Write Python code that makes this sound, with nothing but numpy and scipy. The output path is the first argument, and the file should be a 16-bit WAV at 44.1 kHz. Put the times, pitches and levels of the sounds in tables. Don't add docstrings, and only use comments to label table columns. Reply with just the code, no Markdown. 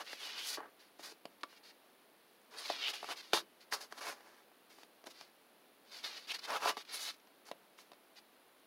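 import sys
import numpy as np
from scipy import signal
from scipy.fft import rfft, irfft
from scipy.io import wavfile
from scipy.ndimage import map_coordinates

SR = 44100
rng = np.random.default_rng(int(sys.argv[2]) if len(sys.argv) > 2 else 0)


def output_pcm(signal):
    pcm = np.clip(np.atleast_2d(signal).T, -1, 1) * 32767
    wavfile.write(sys.argv[1], SR, np.round(pcm).astype(np.int16))


N = 381906
TIME = np.arange(N) / SR

# (frequency [Hz], relative level [dB])
SLIDE_TONE = [(100, -61), (500, -16), (1400, -1.5), (2200, 2), (3500, 0), (4700, 4.5), (6200, -7),
              (8000, -20), (15000, -25)]


def sheet(pull_db=1.5, flap_db=1.7, catch_db=0.2):
    bend_db, slide_db, scrape_db, centre_hz = handling()
    rumble, hiss, fizz = bending(bend_db), sliding(slide_db, centre_hz), scraping()
    paper = (rumble * gain_of(bend_db + flap_db * wander(rate=160))
             + hiss * gain_of(slide_db + catch_db * wander(rate=210))
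             + fizz * gain_of(scrape_db))
    return paper * gain_of(pull_db * wander(rate=16.6))


def handling():
    # (time [s], slide [dB], scrape [dB], centre [Hz])
    glides = [
        [(0.045, -67, -72, 2990), (0.073, -49.5, -67, 2600), (0.127, -51, -63, 2900), (0.179, -53.5, -68, 2660),
         (0.239, -45, -58.5, 3270), (0.301, -47, -64, 2700), (0.343, -47.5, -69, 3300), (0.397, -47, -61, 3020),
         (0.489, -46, -46.5, 4400), (0.547, -42.5, -50.5, 4350), (0.587, -57, -70, 3840), (0.6, -67, -78, 3160)],
        [(2.51, -68, -77, 3090), (2.556, -64, -77, 4080), (2.588, -43.5, -58, 4190), (2.636, -49, -60.5, 4030),
         (2.66, -42, -59, 4000), (2.678, -48, -60, 3960), (2.702, -38, -57.5, 3730), (2.774, -47.5, -69, 3240),
         (2.816, -43.5, -74, 3170), (2.86, -39.5, -63, 2980), (2.902, -40, -49.5, 3070),
         (2.925, -50, -70, 3230)],
        [(5.85, -71, -79, 3430), (5.854, -70, -86, 3430), (5.906, -61, -77, 4200), (5.92, -49, -66, 4150),
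         (5.976, -52, -66, 4300), (6.022, -56.5, -70, 3690), (6.044, -39, -57, 3680), (6.078, -47.5, -63, 4160),
         (6.126, -47.5, -69, 3600), (6.184, -48, -69, 4140), (6.204, -57.5, -71, 3850),
         (6.265, -58.5, -81, 4020)],
        [(6.85, -58, -72, 3010), (6.866, -66, -81, 3100), (6.89, -52.5, -73, 3450), (6.906, -49.5, -69, 3820),
         (6.948, -45.5, -52, 4070), (6.988, -48.5, -59, 3910), (7.028, -45, -49, 3630),
         (7.104, -43.5, -59, 4050), (7.132, -68, -77, 4070), (7.144, -63, -74, 4130), (7.16, -76, -89, 3960),
         (7.17, -74, -79, 3830)],
    ]
    # (start [s], length [s], hiss [dB], swell [dB], centre [Hz])
    slips = [(0.785, 0.099, -69, -5, 3200), (1.4, .012, -61, 0, 3800), (1.481, 0.1, -65.5, -1, 2600),
             (1.625, 0.086, -60.5, -1.5, 4200), (2.925, 0.079, -49, -17, 2930),
             (2.985, 0.094, -54.5, 5, 3000), (3.151, 0.06, -53.5, 3, 4050), (3.213, 0.11, -59.5, -3, 3600),
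             (3.315, .012, -50, 4, 3970), (3.597, 0.045, -64.5, -5, 4250), (5.13, 0.079, -64, 5, 4300),
             (5.202, .1, -68.5, -13, 4330), (6.262, 0.057, -49, 22.5, 3200),
             (6.332, 0.038, -45.5, -15, 4120), (6.379, 0.015, -48, 0.5, 4170),
             (6.403, 0.052, -53, 20, 3930), (6.73, .025, -64, 0, 2700), (6.758, 0.062, -52.5, -1.5, 3640),
             (8.15, 0.042, -62.5, 0, 4030)]
    # (start [s], length [s], hiss [dB], swell [dB], centre [Hz], rumble [dB])
    rubs = [(0.981, 0.03, -63.5, 11, 2400, -66.5), (1.019, 0.097, -54.5, -6, 4360, -59.5),
            (3.706, 0.032, -46.5, 11.5, 4860, -48.5), (3.75, 0.055, -61.5, -2, 4070, -59.5),
            (3.799, 0.046, -52, -8, 4720, -54), (3.901, 0.077, -65, 5, 2400, -61.5),
            (3.968, 0.021, -58, 6, 4200, -57), (4, 0.13, -52, -4.5, 2180, -49),
            (4.137, 0.27, -73.5, -3.5, 1590, -66.5), (4.689, 0.15, -68, -6, 2960, -73),
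            (5.051, 0.018, -58, 6.5, 3500, -62), (5.092, .018, -60.5, 3, 4500, -69),
            (7.45, 0.037, -62, 9, 4200, -64), (7.77, .045, -63.5, -1, 3160, -75)]
    # (start [s], length [s], rumble [dB], swell [dB], hiss [dB])
    flexes = [(-0.035, 0.046, -45, 0.5, -48.5), (2.489, 0.14, -58, -3, -62), (2.82, 0.12, -60.5, 2, -66),
              (3.058, 0.067, -45.5, 0, -46), (6.449, 0.12, -41, 9, -46.5), (6.575, 0.12, -39.5, 16, -43)]
    # (start [s], length [s], rumble [dB], hiss [dB], fade [dB/s])
    landings = [(0.572, 0.126, -41.5, -72, 220), (3.3329, 0.074, -35, -30.5, 251)]
    power = contact(np.ones(N), -84, -84, -84, hz=3000)
    for glide in glides:
        times, *columns = np.transpose(glide)
        t = np.arange(times[0], times[-1], 1 / SR)
        hiss_db, edge_db, hz = (np.interp(t, times, column) for column in columns)
        add(power, times[0], contact(0.86, hiss_db - 12.5, hiss_db - 0.5, edge_db + 4.5, hz))
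    for start, length, hiss_db, swell_db, hz in slips:
        shape = stroke(length, swell_db, attack_s=0.018, release_s=0.0065)
        add(power, start, contact(shape, hiss_db - 12.5, hiss_db, hiss_db - 9.5, hz))
    for start, length, hiss_db, swell_db, hz, rumble_db in rubs:
        shape = stroke(length, swell_db, attack_s=0.017, release_s=0.014)
        add(power, start, contact(shape, rumble_db, hiss_db, hiss_db - 2, hz))
    for start, length, rumble_db, swell_db, hiss_db in flexes:
        shape = stroke(length, swell_db, attack_s=0.066, release_s=0.012)
        add(power, start, contact(shape, rumble_db, hiss_db, hiss_db - 6, hz=2810))
    for start, length, rumble_db, hiss_db, fade in landings:
        shape = stroke(length, -fade * length, attack_s=0.0019, release_s=0.0089)
        add(power, start, contact(shape / shape.max(), rumble_db, hiss_db, hiss_db - 5, hz=3600))
    bend_db, slide_db, scrape_db = 10 * np.log10(power[:3])
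    return bend_db, slide_db, scrape_db, power[3] / power[1]


def contact(shape, bend_db, slide_db, scrape_db, hz):
    bend, slide, scrape = ((shape * gain_of(db)) ** 2 for db in (bend_db, slide_db, scrape_db))
    return np.array([bend, slide, scrape, slide * hz])


def friction(slips_per_s, spread_db, smooth_db):
    size = gain_of(spread_db * np.minimum(rng.exponential(1, N), 4))
    clicks = size * rng.choice([-1, 1], N) * (rng.random(N) < slips_per_s / SR)
    return evened(evened(clicks) + gain_of(smooth_db) * rng.standard_normal(N))


def bending(bend_db):
    # (frequency [Hz], relative level [dB])
    bend_tone = [(40, -40), (110, -24.5), (190, -12.5), (340, -1.5), (550, 1.5), (800, -1), (1250, -1),
                 (1700, 1.5), (2600, -13), (6000, -33.5)]
    rumble = coloured(friction(slips_per_s=900, spread_db=0.5, smooth_db=4), bend_tone)
    hollow = coloured(friction(slips_per_s=600, spread_db=-1.5, smooth_db=4.5), bend_tone)
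    hollow = evened(without_bass(narrowed(hollow, hz=930, width=850), hz=447))
    return blend(rumble, hollow, b_db=3 + 0.44 * (bend_db + 48.5))


def sliding(slide_db, centre_hz):
    broad = coloured(friction(slips_per_s=2500, spread_db=-4.5, smooth_db=-5.5), SLIDE_TONE)
    grain = coloured(friction(slips_per_s=2000, spread_db=8.5, smooth_db=2), SLIDE_TONE)
    band = narrowed(grain, centre_hz, width=1450)
    band_db = np.minimum(4.5 + 0.22 * (slide_db + 17), 5)
    return table_mirror(blend(broad, band, band_db))


def table_mirror(x, delay_s=0.0022, sway=0.121):
    lag_s = delay_s * np.exp(sway * wander(rate=2.85))
    mirrored = map_coordinates(x, [(TIME - lag_s) * SR], order=3)
    return evened(x + 0.5 * mirrored)


def scraping():
    # (frequency [Hz], relative level [dB])
    scrape_tone = [(200, -48), (3000, -5), (5000, 9), (6400, 8), (8000, 0), (10200, 4), (12500, -1),
                   (16000, -7.5)]
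    return coloured(friction(slips_per_s=1000, spread_db=1, smooth_db=2), scrape_tone)


def rim_drags():
    # (start [s], peak [s], end [s], level [dB], first pitch [Hz], last pitch [Hz])
    drags = [(0.345, 0.420, 0.55, -46.5, 2760, 3500), (2.805, 2.868, 2.91, -36.5, 3120, 2730),
             (6.290, 6.32, 6.326, -40, 2490, 2880)]
    level, hz = np.zeros(N), np.full(N, drags[0][4], float)
    for start, peak, end, db, first_hz, last_hz in drags:
        level += gain_of(db) * np.interp(TIME, [start, peak, end], [0, 1, 0])
        hz = np.where(TIME >= start, np.interp(TIME, [start, end], [first_hz, last_hz]), hz)
    rasp = coloured(friction(slips_per_s=880, spread_db=13, smooth_db=3), SLIDE_TONE)
    return level * narrowed(rasp, hz, width=900)


def impacts(sag=0.38, sag_s=0.0017, thud_rise_s=0.0006, size=6000):
    # (frequency [Hz], relative level [dB])
    crack_tone = [(50, -73), (130, -9), (300, 6.5), (1000, 9.5), (2700, 1), (4800, 0.5), (6500, -8.5),
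                  (8000, -15.5), (10500, -11), (16000, -27)]
    hits = [slap(), *buckles(), *finger_taps()]
    thuds, cracks = np.zeros(N), np.zeros(N)
    t = np.arange(size) / SR
    cycles_per_hz = t * (1 - sag / 2) + 2 * sag * sag_s * (1 - np.exp(-t / sag_s))
    for start, modes, crack_db, crack_t60, crack_rise in hits:
        for hz, db, t60 in modes:
            tone = np.sin(2 * np.pi * hz * cycles_per_hz)
            add(thuds, start, gain_of(db) * strike(t, thud_rise_s, t60) * tone)
        grit = rng.standard_normal(size)
        add(cracks, start, gain_of(crack_db) * strike(t, crack_rise, crack_t60) * grit)
    return without_bass(thuds, hz=204) + coloured(cracks, crack_tone)


def slap(start=3.333, crack_db=-10.5, crack_t60_s=0.0071, crack_rise_s=0.0006):
    # (nominal pitch [Hz], level [dB], t60 [s])
    slap_modes = [(223, -35.5, 0.038), (418, -28, 0.061), (880, -17, 0.0095), (1260, -20.5, 0.022),
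                  (2660, -16, 0.01)]
    return start, slap_modes, crack_db, crack_t60_s, crack_rise_s


def buckles(crack_t60_s=0.016, crack_rise_s=0.00093):
    # (time [s], thud [dB], nominal pitch [Hz], crack [dB])
    pops = [(0.130, -31.5, 1540, -35), (0.579, -35, 900, -54), (0.582, -33, 358, -55),
            (0.604, -32.5, 870, -45), (2.7002, -20.5, 680, -33.5), (2.862, -40, 2760, -55),
            (2.8815, -18.5, 2700, -47), (3.029, -30.5, 730, -39.5), (3.043, -35, 784, -36),
            (3.088, -32.5, 1110, -38), (6.335, -47, 4200, -46), (6.388, -47, 1340, -60),
            (6.5041, -49, 960, -31), (6.6573, -18.5, 750, -40), (6.7689, -31, 840, -34),
            (6.7755, -40, 970, -34)]
    for start, db, hz, crack_db in pops:
        yield start, patch_modes(hz, db, t60=0.018), crack_db, crack_t60_s, crack_rise_s


def finger_taps(crack_t60_s=0.016, crack_rise_s=0.00085, soft_hz=510):
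    # (time [s], thud [dB], nominal pitch [Hz], crack [dB])
    taps = [(0.9945, -38.5, 595, -54), (1.121, -51, 600, -44.5), (1.254, -34, 500, -36),
            (1.433, -26.5, 2810, -32.5), (1.436, -27, 1126, -38.5), (1.528, -49, 1430, -51),
            (3.7239, -22.5, 1575, -30), (3.9236, -39, 1310, -33.5), (4.206, -47, 710, -48),
            (4.516, -48, 655, -67), (4.717, -53, 1900, -62), (4.785, -46, 680, -51),
            (4.832, -49, 1690, -42.5), (5.04, -46, 630, -46), (5.069, -38, 530, -36.5),
            (5.077, -38, 590, -54), (5.2107, -33, 3920, -42), (7.2, -49, 4150, -57),
            (7.272, -51, 4380, -58), (7.455, -45, 4470, -61), (7.488, -43, 790, -53),
            (7.5141, -28.5, 530, -34), (7.788, -44, 1940, -49.5), (7.917, -49, 744, -44),
            (7.932, -58, 960, -46)]
    for start, db, hz, crack_db in taps:
        thump_db = db - 9 * np.log2(hz / soft_hz)
        book_modes = [(232, thump_db - 20, 0.043), (362, thump_db - 13.5, 0.029)]
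        yield start, patch_modes(hz, db, t60=0.014) + book_modes, crack_db, crack_t60_s, crack_rise_s


def patch_modes(hz, db, t60, most_cycles=20):
    modes = [(hz, db, t60), (hz * 0.569, db - 13, 0.02)]
    return [(pitch, level, min(ring_s, most_cycles / pitch)) for pitch, level, ring_s in modes]


def edge_zings():
    # (start [s], length [s], level [dB], centre [Hz])
    zings = [(2.562, 0.037, -55.5, 9200), (6.917, 0.044, -48.5, 10200)]
    out = np.zeros(N)
    for start, length, db, hz in zings:
        shape = stroke(length, swell_db=0, attack_s=0.03, release_s=0.01)
        chatter = narrowed(rng.standard_normal(N), hz, width=2200)
        add(out, start, gain_of(db) * shape * chatter[:len(shape)])
    return out


def air_wafts():
    # (start [s], length [s], level [dB])
    wafts = [(3.322, .035, -82), (6.63, .035, -71)]
    level = np.zeros(N)
    for start, length, db in wafts:
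        add(level, start, gain_of(db) * stroke(length, swell_db=0, attack_s=0.016, release_s=0.014))
    return level * wander(rate=75)


def room(x, tail_db=-17, predelay_s=0.005):
    # (frequency [Hz], width [Hz], level [dB])
    rings = [(214, 8.7, -13.5), (361, 17, -13.5), (414, 18, -4), (688, 35, -7.5), (834, 23, -7),
             (1158, 14, -3.5), (1550, 4.7, -12), (2220, 31, -6.5), (2700, 12, -14), (2930, 17, -2),
             (3020, 3, -12), (3620, 94, -7), (4170, 26, -14)]
    # (delay [s], level [dB])
    echoes = [(.0021, -69), (.0037, -28), (.0069, -19), (.0098, -32)]
    # (frequency [Hz], t60 [s])
    decays = [(200, 0.38), (1000, 0.044), (4000, 0.099), (12000, 0.033)]
    near = x + sum(gain_of(db) * resonate(x, hz, width) for hz, width, db in rings)
    out = near.copy()
    for delay, db in echoes:
        add(out, delay, gain_of(db) * near)
    hz, t, bands = signal.stft(rng.standard_normal(16384), SR, nperseg=256)
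    fade = np.exp(-np.log(1000) * t / read(decays, hz)[:, None])
    _, tail = signal.istft(bands * fade, SR)
    add(out, predelay_s, gain_of(tail_db) * signal.oaconvolve(near, tail / np.linalg.norm(tail)))
    return out


def room_tone(level_db=-66.5):
    # (frequency [Hz], relative level [dB])
    air_tone = [(25, -23), (100, -22), (150, -12.5), (210, -2), (330, 0.5), (650, -1), (1000, -4.5),
                (2000, -8.5), (4200, -11.5), (6000, -24.5), (7600, -26), (8700, -23.5), (9500, -17),
                (15800, -17)]
    return gain_of(level_db) * evened(coloured(rng.standard_normal(N), air_tone))


def ticking(ticks_per_s=60, decay_s=0.001, level_db=-82.5):
    spits = np.exp(-(TIME % (1 / ticks_per_s)) / decay_s) * rng.standard_normal(N)
    return gain_of(level_db) * narrowed(spits, hz=10000, width=3500)


def stroke(length, swell_db, attack_s, release_s):
    t = np.arange(0, length + 8 * release_s, 1 / SR)
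    attack = np.sin(np.pi / 2 * np.minimum(t / attack_s, 1)) ** 2
    swell = gain_of(swell_db * (np.minimum(t / length, 1) - 0.5))
    release = np.exp(-np.maximum(t - length, 0) / release_s)
    return attack * swell * release


def strike(t, rise_s, t60):
    return (1 - np.exp(-t / rise_s)) * np.exp(-np.log(1000) * t / t60)


def wander(rate):
    rolloff = 1 + (np.fft.rfftfreq(N, 1 / SR) / rate) ** 4
    return evened(irfft(rfft(rng.standard_normal(N)) / rolloff, N))


def coloured(x, spectrum, size=2048):
    log_gain = np.log(gain_of(read(spectrum, abs(np.fft.fftfreq(size, 1 / SR)))))
    impulse = np.fft.ifft(np.exp(np.conj(signal.hilbert(log_gain)))).real
    return signal.oaconvolve(x, impulse / np.linalg.norm(impulse))[:N]


def resonate(x, hz, width):
    carrier = np.exp(2j * np.pi * np.cumsum(hz * np.ones(N)) / SR)
    pole = np.exp(-np.pi * width / SR)
    return 2 * (carrier * signal.lfilter([1 - pole], [1, -pole], x / carrier + 1e-18)).real


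def narrowed(x, hz, width):
    return evened(resonate(resonate(x, hz, width), hz, width))


def without_bass(x, hz):
    return signal.sosfilt(signal.butter(3, hz, "highpass", fs=SR, output="sos"), x)


def blend(a, b, b_db):
    return (a + gain_of(b_db) * b) / np.sqrt(1 + gain_of(b_db) ** 2)


def add(mix, start, sound):
    at = round(start * SR)
    sound = sound[..., max(-at, 0):]
    part = mix[..., max(at, 0):][..., :sound.shape[-1]]
    part += sound[..., :part.shape[-1]]


def read(points, hz):
    freqs, values = np.transpose(points)
    return np.interp(np.log(hz + 1), np.log(freqs + 1), values)


def gain_of(db):
    return 10 ** (np.asarray(db) / 20)


def evened(x):
    return x / np.sqrt(np.mean(x ** 2) + 1e-20)


def scene():
    paper = sheet() + rim_drags() + impacts() + edge_zings()
    return (room(paper) + air_wafts() + room_tone() + ticking())[None]


def record(dry):
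    lowpass = signal.firwin(511, 15850, window=("kaiser", 9), fs=SR)
    return signal.oaconvolve(dry, lowpass[None], "same")


dry = scene()
out = record(dry)
output_pcm(out)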